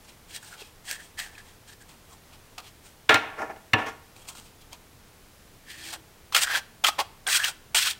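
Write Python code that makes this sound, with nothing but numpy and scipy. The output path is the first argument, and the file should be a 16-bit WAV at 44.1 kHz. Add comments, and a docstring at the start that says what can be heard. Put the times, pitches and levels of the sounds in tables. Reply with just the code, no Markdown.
"""A thick deck of stiff cards is squared, cut and shuffled overhand above a table, close to a microphone.
A quiet hiss runs throughout. First come soft slides of card on card, made from uneven noise that rings
the cards and the air under the hand, and card snaps, made from short rings and cracks. Just after 3 s and
near 3.7 s the table is knocked: noise bursts ring its top, short rings and cracks sharpen the attacks, and
fainter rattles come between and after. Softer slides, snaps and a low thud follow from 4.2 s, then a low
hum of ringing noise near 5.9 s and loud runs of slides and snaps from 6.3 s."""
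import sys
import numpy as np
from scipy import signal
from scipy.fft import rfft, irfft, next_fast_len
from scipy.io import wavfile
from scipy.ndimage import map_coordinates

SR = 44100
rng = np.random.default_rng(int(sys.argv[2]) if len(sys.argv) > 2 else 0)


def gain_from_db(level_db):
    """Convert decibel levels to linear amplitude factors (20 dB per decade)."""
    decades = np.asarray(level_db, float) / 20
    return 10 ** decades


def transcribe(u):
    """Save the signal u as a 16-bit wav file named by the first command-line argument.

    u: samples, shape (n,) or (channels, n), limited to [-1, 1]; the rate is SR.
    q: integer samples, one column per channel.
    """
    v = np.clip(np.atleast_2d(u).T, -1, 1)
    q = np.round(v * 32767).astype(np.int16)
    wavfile.write(sys.argv[1], SR, q)


N = 352359  # length in samples, about 8 s

# quiet hiss, its colour: f/Hz, relative level/dB
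HISS_COLOUR = [(12, -23), (20, 2.5), (44, -11), (77, -4), (228, -13), (270, -14), (499, -14.5),
               (542, -19.5), (590, -17), (923, -19), (16000, -31)]
# strokes of card on card: peak t/s, scrape level/dB, rise t/s, fall t/s, hollow level above the scrape/dB
STROKES = [(.05, -56.5, .02, 0.032, -15), (.088, -56, 0.032, 0.11, -23), (.31, -50.5, 0.046, 0.045, -9),
           (0.363, -38, 0.051, .04, -7), (.43, -53, .012, 0.068, 8), (.48, -51.5, 0.16, 0.11, -7),
           (.54, -51, 0.067, 0.065, 2), (.66, -52.5, .04, 0.081, -15), (.612, -43, .055, 0.069, -16),
           (.853, -51, 0.018, .06, -8), (0.908, -36.5, .065, 0.11, -2), (1.005, -54.5, 0.027, 0.13, 9.5),
           (1.048, -55.5, 0.091, 0.11, -12), (1.197, -33.5, 0.029, 0.035, -4.5),
           (1.226, -42.5, 0.046, 0.12, 1), (1.355, -59, 0.11, 0.063, -0.5), (1.381, -50.5, .006, 0.076, 2),
           (1.488, -56.5, 0.09, .12, -6), (1.686, -53, 0.03, .1, -3), (1.735, -56.5, 0.092, 0.015, 3),
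           (1.818, -57.5, 0.026, 0.027, 4), (1.894, -54.5, .018, 0.031, -5), (1.91, -59, .03, .12, -6),
           (2.134, -57.5, 0.075, 0.055, 0), (2.3, -64, .02, .07, -4), (2.336, -51.5, 0.025, .06, -7),
           (2.581, -36, 0.0023, .042, -8), (2.648, -56, .04, 0.099, -8), (2.684, -53, 0.11, 0.041, -17),
           (2.866, -53, 0.05, 0.038, -15), (2.89, -60, .04, 0.087, -5), (4.164, -56, 0.0098, .12, -6),
           (4.225, -57, .08, .025, -17), (4.255, -58, 0.02, .03, -2), (4.293, -42.5, .03, 0.044, -8),
           (4.33, -51, 0.023, 0.027, -13), (4.353, -50.5, .008, .05, -3), (4.385, -48, 0.055, 0.069, -8),
           (4.468, -55, .1, .06, -15), (4.616, -53.5, .015, 0.044, -14), (4.731, -46.5, 0.022, 0.058, -8),
           (5.706, -46.5, 0.063, 0.25, 0), (5.783, -49, 0.013, .06, 1), (5.876, -40, .16, 0.11, -7.5),
           (5.91, -42, .07, 0.033, -7), (5.934, -32.5, 0.023, 0.05, -6), (6.325, -32.5, 0.0035, 0.053, -7),
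           (6.348, -17.5, 0.003, 0.041, -3.5), (6.367, -21, 0.02, 0.081, -3.5),
           (6.42, -24.5, 0.011, .03, -6.5), (6.433, -20, 0.033, 0.032, -6), (6.475, -39, 0.032, 0.091, 3),
           (6.516, -39, 0.077, 0.096, 5), (6.558, -30, 0.12, .04, 7.5), (6.573, -26, 0.022, 0.041, -1),
           (6.84, -27.5, 0.0027, .02, -12), (6.844, -23.5, 0.0058, 0.04, 3.5),
           (6.873, -22.5, 0.022, 0.034, -3), (6.885, -24, .03, 0.034, -2), (6.99, -30.5, 0.01, 0.044, 1),
           (7.004, -30, 0.021, 0.038, 4.5), (7.268, -34, 0.0024, 0.088, -4),
           (7.298, -27.5, 0.036, 0.08, 0.5), (7.33, -25.5, .055, 0.063, -4),
           (7.356, -27, 0.045, 0.04, -1.5), (7.373, -23, 0.044, 0.026, -5), (7.4, -36, .03, 0.097, 2),
           (7.43, -35.5, 0.056, .03, 4.5), (7.444, -25.5, 0.017, .075, 1),
           (7.483, -29.5, 0.04, 0.052, -4.5), (7.748, -19.5, .003, 0.13, -7.5),
           (7.784, -22, .04, 0.069, -2.5), (7.828, -23, 0.082, 0.067, -10.5), (7.872, -27, 0.08, 0.091, -2),
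           (7.906, -31.5, 0.05, 0.049, -14.5)]
# how the hands hold the deck: t/s, air pocket f/Hz, hiss and flex level above a middling scrape/dB, dB
GRIP = [(.07, 1040, -3, -16), (.36, 1700, -3, -19.5), (.52, 1520, 1, -13), (.62, 1540, -12.5, -14),
        (.86, 1780, -1, -15), (1.25, 1750, -3, -14), (1.44, 1770, -4.5, -15), (1.7, 1740, -2.5, -17),
        (1.83, 1690, 2.5, -24), (1.9, 1130, -2, -11), (2.13, 1167, 1, -11), (2.34, 1130, -14, -13),
        (2.58, 1240, -16, -3), (2.69, 1220, -7.5, -19), (2.87, 1480, 1, -22), (4.16, 1400, -4, -14),
        (4.29, 1100, 0, -10.5), (4.36, 1330, -2.5, -14), (4.62, 1230, -8, -26), (4.73, 990, -9, -9.5),
        (5.7, 1810, -8.5, -27), (5.9, 1760, -5.5, -15), (5.94, 1560, -7.5, -6), (6.33, 1170, -9.5, -12),
        (6.36, 1610, -6.5, 0), (6.43, 1500, 1, -20), (6.5, 1565, -20.5, -4), (6.58, 1730, -6, -4.5),
        (6.85, 1360, -13.5, 1.5), (6.879, 1217, -7, -11), (6.99, 950, -18, 5.5), (7.019, 1110, -6, 4),
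        (7.28, 1660, -1.5, -0.5), (7.33, 1750, -1.5, -21), (7.37, 1415, 1.5, -14), (7.44, 1740, -6, -28),
        (7.49, 1500, -2.5, -7.5), (7.75, 1580, -3, 0.5), (7.8, 1490, -4.5, -29), (7.91, 1780, -4.5, -15.5)]
# bending resonances of the cards: f/Hz, width/Hz, level/dB
CARD_BENDS = [(2506, 830, 8.5), (3262, 97, 10.5), (4080, 970, 2), (4740, 1320, -3.5)]
# bright resonances of the card edges: f/Hz, width/Hz, level/dB
CARD_EDGES = [(6200, 5930, -0.5), (8980, 1550, 3.5), (12200, 990, -19)]
# air pockets between hand and deck, wide to narrow: f/Hz
POCKETS_HZ = [700, 814, 960, 1070, 1240, 1400, 1492, 1640, 1760, 1900, 2040]
# hard strokes blur the pocket's note: level where clatter starts/dB, level where it is full/dB, full share
CLATTER = (-42, -24, .6)
# how long the room rings: f/Hz, time to fall 60 dB t/s
ROOM_DECAY = [(150, 0.49), (1000, 0.46), (3000, 0.4), (10000, 0.27)]
# short rings and cracks (card snaps, sharp knock attacks, a low thud): t/s, ring level before filtering/dB,
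# pitch f/Hz, time to fall 60 dB t/s, crack level above the ring's, before filtering/dB
RINGS_AND_CRACKS = [(0.362, -31, 8530, 0.012, 1), (0.428, -38, 1660, 0.0079, -10),
                    (0.618, -40.5, 432, 0.035, -23), (0.622, -33, 2670, 0.01, -13),
                    (0.912, -20.5, 1760, 0.0048, 2), (1.004, -38, 1680, 0.008, -17),
                    (1.19, -22.5, 3060, 0.0084, 0), (1.352, -43, 2550, 0.022, -20),
                    (1.38, -33, 1800, 0.01, -23), (2.582, -21, 2650, 0.0052, -12.5),
                    (2.602, -37, 4200, 0.0062, -2), (3.093, -6.5, 3490, 0.0075, -12.5),
                    (3.098, -9, 1700, 0.0068, -15), (3.143, -12, 4070, 0.009, -7),
                    (3.734, -2, 2000, 0.0082, -19), (3.738, -14, 2720, 0.017, -21),
                    (4.164, -39.5, 2500, 0.007, -4), (4.287, -29, 7890, 0.006, -5),
                    (4.352, -39.5, 1010, 0.0091, -15.5), (4.385, -46, 228, 0.05, -25),
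                    (4.398, -39, 990, 0.0066, -1.5), (4.73, -43, 940, 0.012, 10),
                    (5.694, -42, 1710, 0.01, -20), (5.929, -28, 3200, 0.0086, -10),
                    (5.938, -35, 3550, 0.0094, 4), (6.324, -23.5, 1120, 0.0091, -14),
                    (6.33, -26, 1120, 0.007, -11), (6.348, -8.5, 3180, 0.012, -14),
                    (6.365, 0, 1640, 0.0046, -10), (6.472, -19, 1470, 0.0092, -21.5),
                    (6.479, -15, 1580, 0.0088, -22.5), (6.501, -25, 1700, 0.0079, -21),
                    (6.549, -24.5, 1700, 0.011, -18), (6.554, -13.5, 1590, 0.012, -18.5),
                    (6.561, -10, 1730, 0.0093, -17.5), (6.84, -11, 3330, 0.0077, -13),
                    (6.846, -5, 3180, 0.011, -33), (6.857, -16, 3260, 0.012, -15),
                    (6.867, -11, 2460, 0.009, -4), (6.886, -7, 1070, 0.0068, -11.5),
                    (6.889, -19, 800, 0.019, -16), (6.991, -12, 910, 0.011, -21.5),
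                    (6.998, -10.5, 840, 0.008, -13.5), (7.267, -21, 3360, 0.015, -10),
                    (7.275, -9.5, 8680, 0.0068, -25), (7.286, -6, 1930, 0.0046, -19),
                    (7.355, -14.5, 3260, 0.013, -3), (7.436, -17.5, 2640, 0.011, -16),
                    (7.442, -11.5, 3000, 0.011, -15.5), (7.447, -20, 1700, 0.0055, 4),
                    (7.747, -11, 3000, 0.0055, -10), (7.771, -9, 3000, 0.0088, -23),
                    (7.909, -17, 3730, 0.0086, -13), (7.933, -28, 3440, 0.0076, -16)]
# blows and rattles on the table: t/s, level before the resonances/dB, time to fall 60 dB t/s,
# turning point of the burst's colour f/Hz, fizz level above the rattle's, before the resonances/dB
KNOCKS = [(3.09, -1, 0.041, 2510, -33), (3.094, -7.5, 0.11, 1580, -18), (3.112, -11.5, 0.11, 1900, -19.5),
          (3.138, -7, 0.059, 2200, -12.5), (3.152, -11.5, 0.066, 2220, -21), (3.18, -31.5, 0.6, 1500, -23),
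          (3.368, -26.5, 0.28, 970, -17.5), (3.407, -24, 0.13, 890, -17.5), (3.489, -29.5, 0.1, 880, -24),
          (3.503, -35, 0.061, 1010, -15), (3.558, -37, 0.04, 1500, -28), (3.731, -6.5, 0.056, 1820, -30),
          (3.732, -19.5, 0.17, 700, -41), (3.765, -23, 0.29, 1260, -19), (3.855, -25, 0.13, 1400, -12.5),
          (3.877, -33, 0.098, 1400, -5)]
# weight landing on the table: t/s, push level before the boom/dB, click level above the push/dB
THUMPS = [(3.093, -20.5, 13.5), (3.141, -17.5, -7), (3.407, -39, 25), (3.735, -8.5, 12)]
# resonances of the table top: f/Hz, width/Hz, level/dB
TABLE_TOP = [(227, 15, 0), (303.4, 28, 1), (446, 28.6, 3.5), (648, 57, 0.5), (781, 30, 3.5),
             (885, 124, -0.5), (1116, 20, 0.5), (1218, 45, -2.5), (1395, 23, 0.5), (1754, 94, 4.5),
             (2096, 54, -15), (2600, 175, -1.5), (2770, 46, 0), (3720, 1700, -4)]
# lowest resonance of the table: f/Hz, width/Hz
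TABLE_BOOM = (105.6, 15)
# low hum as the deck is parted: t/s, level/dB
HUM = [(5.7, -76), (5.8, -59.5), (5.97, -58), (6.05, -72)]

RISE_BEND, FALL_BEND = 1.69, 2.28  # a stroke swells and fades along these powers of time
MIDDLING_DB, FAINT_DB = -40, -68  # a middling scrape, and the faintest that still changes colour
HOLLOW_LAG = 0.25  # dB gained on the scrape for each dB it falls below its peak
HISS_LAG, FLEX_LAG = 0.081, 0.54  # dB gained on the scrape for each dB it falls below middling
COLOUR_SHIFT_DB = 2.1  # how far the colour of a scrape shifts from card to card
POCKET_WIDTH = 0.07  # width of an air pocket as a share of its pitch


def unit(x):
    """Scales a sound to rms 1."""
    return x / np.sqrt(np.mean(x ** 2) + 1e-20)


def along(points, hz):
    """Reads between (Hz, value) points on a log frequency axis."""
    f, value = np.transpose(points)
    return np.interp(np.log(hz + 1), np.log(f + 1), value)


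def filtered(x, response):
    """Multiplies the spectrum of x by a response, with spare room at the end so tails do not wrap."""
    size = next_fast_len(N + SR // 2)
    return irfft(rfft(x, size) * response(np.fft.rfftfreq(size, 1 / SR)), size)[..., :N]


def ringing(x, modes):
    """Sends x through resonances (Hz, width Hz, dB), each answering a push with a fading ring."""
    def response(f):
        total = 0
        for k, (centre, width, db) in enumerate(modes):
            resonance = 1j * f * width / (centre * centre - f * f + 1j * f * width)
            total = total + (-1) ** k * gain_from_db(db) * resonance  # signs alternate
        return total
    return filtered(x, response)


def above(x, hz):
    """Weakens everything below hz with a second-order high-pass."""
    return filtered(x, lambda f: (1j * f / (hz + 1j * f)) ** 2)


def wobble(rate):
    """Draws a smooth random curve with rate knots a second."""
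    knots = rng.standard_normal(int(N * rate / SR) + 4)
    return map_coordinates(knots, [np.arange(N) * rate / SR])


def hush():
    """Steady air and microphone noise: coloured noise that drifts a little in level."""
    noise = filtered(rng.standard_normal(N), lambda hz: gain_from_db(along(HISS_COLOUR, hz)))
    return gain_from_db(-53.5 + 0.21 * wobble(2.66)) * unit(noise)


def strokes():
    """Each push swells and fades: gives scrape level, its fall below the peak (dB) and hollowness (dB)."""
    power, peak_db, hollow_db = np.full(N, 1e-12), np.zeros(N), np.zeros(N)
    for s, db, rise, fall, cupped_db in STROKES:
        span = slice(max(round((s - rise) * SR), 0), min(round((s + fall) * SR), N))
        t = np.arange(span.start, span.stop) / SR - s
        swell = np.abs(1 + t / rise) ** RISE_BEND
        fade = np.abs(1 - t / fall) ** FALL_BEND
        own_power = (gain_from_db(db) * np.where(t < 0, swell, fade)) ** 2
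        power[span] += own_power
        # where strokes overlap, the stronger one counts for more
        peak_db[span] += own_power * db
        hollow_db[span] += own_power * cupped_db
    level_db = np.maximum(10 * np.log10(power), FAINT_DB)
    fallen_db = np.maximum(peak_db / power - level_db, 0)
    return np.sqrt(power), fallen_db, hollow_db / power


def air_pocket(grit, pitch, level):
    """Air under the hand rings at a pitch set by the gap; hard strokes blur it into a broad clatter."""
    pockets = np.array([unit(above(ringing(grit(), [(hz, POCKET_WIDTH * hz, 0)]), 440)) for hz in POCKETS_HZ])
    # the nearest pocket speaks
    distance = np.log(pitch / np.array(POCKETS_HZ)[:, None]) / POCKET_WIDTH
    shares = np.exp(-distance ** 2)
    note = np.sum(shares * pockets, 0) / np.sqrt(np.sum(shares ** 2, 0))
    start_db, full_db, full_share = CLATTER
    spread = np.interp(20 * np.log10(level + 1e-6), [start_db, full_db], [0, full_share])
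    clatter = unit(above(ringing(grit(), [(1700, 1160, 0)]), 420))
    return np.sqrt(1 - spread) * note + np.sqrt(spread) * clatter


def slides():
    """Rough card faces catch and slip: uneven grit rings the cards and the air pocket under the hand."""
    t = np.arange(N) / SR
    level, fallen_db, hollow_db = strokes()
    s, *columns = np.transpose(GRIP)
    pitch, hiss_db, flex_db = [np.interp(t, s, column) for column in columns]
    softer_db = MIDDLING_DB - np.maximum(20 * np.log10(level), FAINT_DB)
    # the pocket sounds on as a stroke fades
    hollow_db = hollow_db + HOLLOW_LAG * fallen_db + COLOUR_SHIFT_DB * wobble(35)
    hiss_db = hiss_db + HISS_LAG * softer_db + COLOUR_SHIFT_DB / 2 * wobble(28)
    flex_db = flex_db + FLEX_LAG * softer_db
    catch_db = 0.8 * wobble(70) + 0.96 * wobble(300)  # all parts feel the same catches

    def grit():
        """Noise that follows the shared catches and adds finer ones of its own."""
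        return rng.standard_normal(N) * gain_from_db(catch_db + 1.17 * wobble(1500))

    # each passing card favours another bend
    bends = sum(gain_from_db(COLOUR_SHIFT_DB * wobble(28)) * ringing(grit(), [mode]) for mode in CARD_BENDS)
    scrape = unit(above(above(bends, 1400), 1400))
    hiss = unit(above(above(ringing(grit(), CARD_EDGES), 3000), 3000))
    # the gap changes as cards pass, more when forced
    pitch = pitch * np.exp(np.interp(softer_db, [-10, 5], [0.06, 0.02]) * wobble(40))
    hollow = air_pocket(grit, pitch, level)
    flex = unit(ringing(grit(), [(800, 270, 20.5), (1500, 1100, -1.0)]))  # the whole packet flexes broadly
    return level * (scrape + gain_from_db(hollow_db) * hollow + gain_from_db(flex_db) * flex + gain_from_db(hiss_db) * hiss)


def room(x):
    """The room answers with a noise tail in which each frequency dies at its own speed."""
    hz, t, z = signal.stft(rng.standard_normal(SR // 2), SR, nperseg=256)
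    decay = gain_from_db(-60 * t / along(ROOM_DECAY, hz)[:, None])
    tail = signal.istft(z * decay, SR, nperseg=256)[1]
    delayed = np.pad(x, (300, 0))  # in samples, about 7 ms
    return signal.fftconvolve(delayed, tail / np.linalg.norm(tail))[:N]


def rings_and_cracks():
    """Each snap, knock attack or thud gives a short damped ring and a short crack of noise."""
    rings, cracks, t = np.zeros(N + SR), np.zeros(N + SR), np.arange(SR // 20) / SR
    swell = 2 * (1 - np.exp(-(t / 0.00097) ** 2))  # the sound swells over a millisecond or two
    for s, db, hz, t60, crack_db in RINGS_AND_CRACKS:
        overtone = 0.2 * np.sin(2 * np.pi * 2.1 * hz * t + rng.uniform(0, 7.0))
        ring = np.sin(2 * np.pi * hz * t) + overtone
        crack = rng.standard_normal(len(t))
        start = round(s * SR)
        rings[start:][:len(t)] += gain_from_db(db - 60 * t / t60) * swell * ring
        cracks[start:][:len(t)] += gain_from_db(db + crack_db - 60 * t / 0.0066) * swell * crack
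    bright = gain_from_db(-1) * ringing(cracks[:N], CARD_EDGES)
    broad = gain_from_db(6.5) * ringing(cracks[:N], [(3000, 5300, 0.0065)])
    return above(rings[:N], 139) + bright + broad


def knocks():
    """Bursts of small contacts ring the table and are heard directly; weight drives its boom."""
    rattle, fizz, weight = np.zeros((3, N + SR))
    t = np.arange(SR // 2) / SR
    hz = np.fft.rfftfreq(len(t), 1 / SR)
    for s, db, t60, turn_hz, fizz_db in KNOCKS:
        start = round(s * SR)
        rise = 0.095 * t60  # the longer a rattle lasts, the slower it starts
        climb = gain_from_db(4.8 * np.log2((hz + 30) / turn_hz))
        colour = climb / (1 + (hz / turn_hz) ** 2.52) / (1 + (hz / (3.25 * turn_hz)) ** 6)
        burst = unit(irfft(rfft(rng.standard_normal(len(t))) * colour, len(t)))
        shape = gain_from_db(db - 60 * np.maximum(t - rise, 0) / t60) * np.minimum(t / rise, 1) ** 1.32
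        rattle[start:][:len(t)] += shape * burst
        fizz[start:][:len(t)] += gain_from_db(fizz_db) * shape * rng.standard_normal(len(t))
    for s, db, click_db in THUMPS:
        start = round(s * SR)
        rattle[start:][:len(t)] += gain_from_db(db + click_db - 60 * t / 0.0033) * np.minimum(t / 0.0012, 1)
        weight[start:][:len(t)] += gain_from_db(db - 60 * t / 0.0096)
    direct = gain_from_db(-4.5) * ringing(rattle[:N], [(2000, 2500, 0.0081)])
    direct_fizz = ringing(fizz[:N], [(5500, 2050, 0.0038)])
    top = gain_from_db(-0.5) * ringing(rattle[:N], TABLE_TOP)
    boom = gain_from_db(10.0) * ringing(above(weight[:N], 43.7), [(*TABLE_BOOM, 0)])
    return top + direct + direct_fizz + boom


def hum():
    """As the deck is parted, uneven noise through one narrow resonance gives a low hum."""
    t = np.arange(N) / SR
    level_db = np.interp(t, *np.transpose(HUM), -120, -120)
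    catch_db = 0.8 * wobble(70) + 0.96 * wobble(300) + 1.17 * wobble(1500)
    return gain_from_db(level_db) * unit(ringing(rng.standard_normal(N) * gain_from_db(catch_db), [(324, 14, 0)]))


def scene():
    """The close sounds reach the room only weakly; the wide table top fills it more."""
    close = slides() + rings_and_cracks() + hum()
    table = knocks()
    answer = room(gain_from_db(-19.5) * close + gain_from_db(-11.5) * table)
    return (close + table + answer + hush())[None]


def low_pass(x):
    """Removes everything above the highest recorded frequency."""
    return signal.sosfilt(signal.butter(12, 16470, fs=SR, output="sos"), x)


def record(dry):
    """The input rounds off the highest peaks and ends at its band limit."""
    rounded = dry / (1 + np.abs(dry / 0.74) ** 4) ** (1 / 4)
    mix = filtered(rounded, lambda hz: hz < 15800)
    return low_pass(mix)


dry = scene()
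out = record(dry)
transcribe(out)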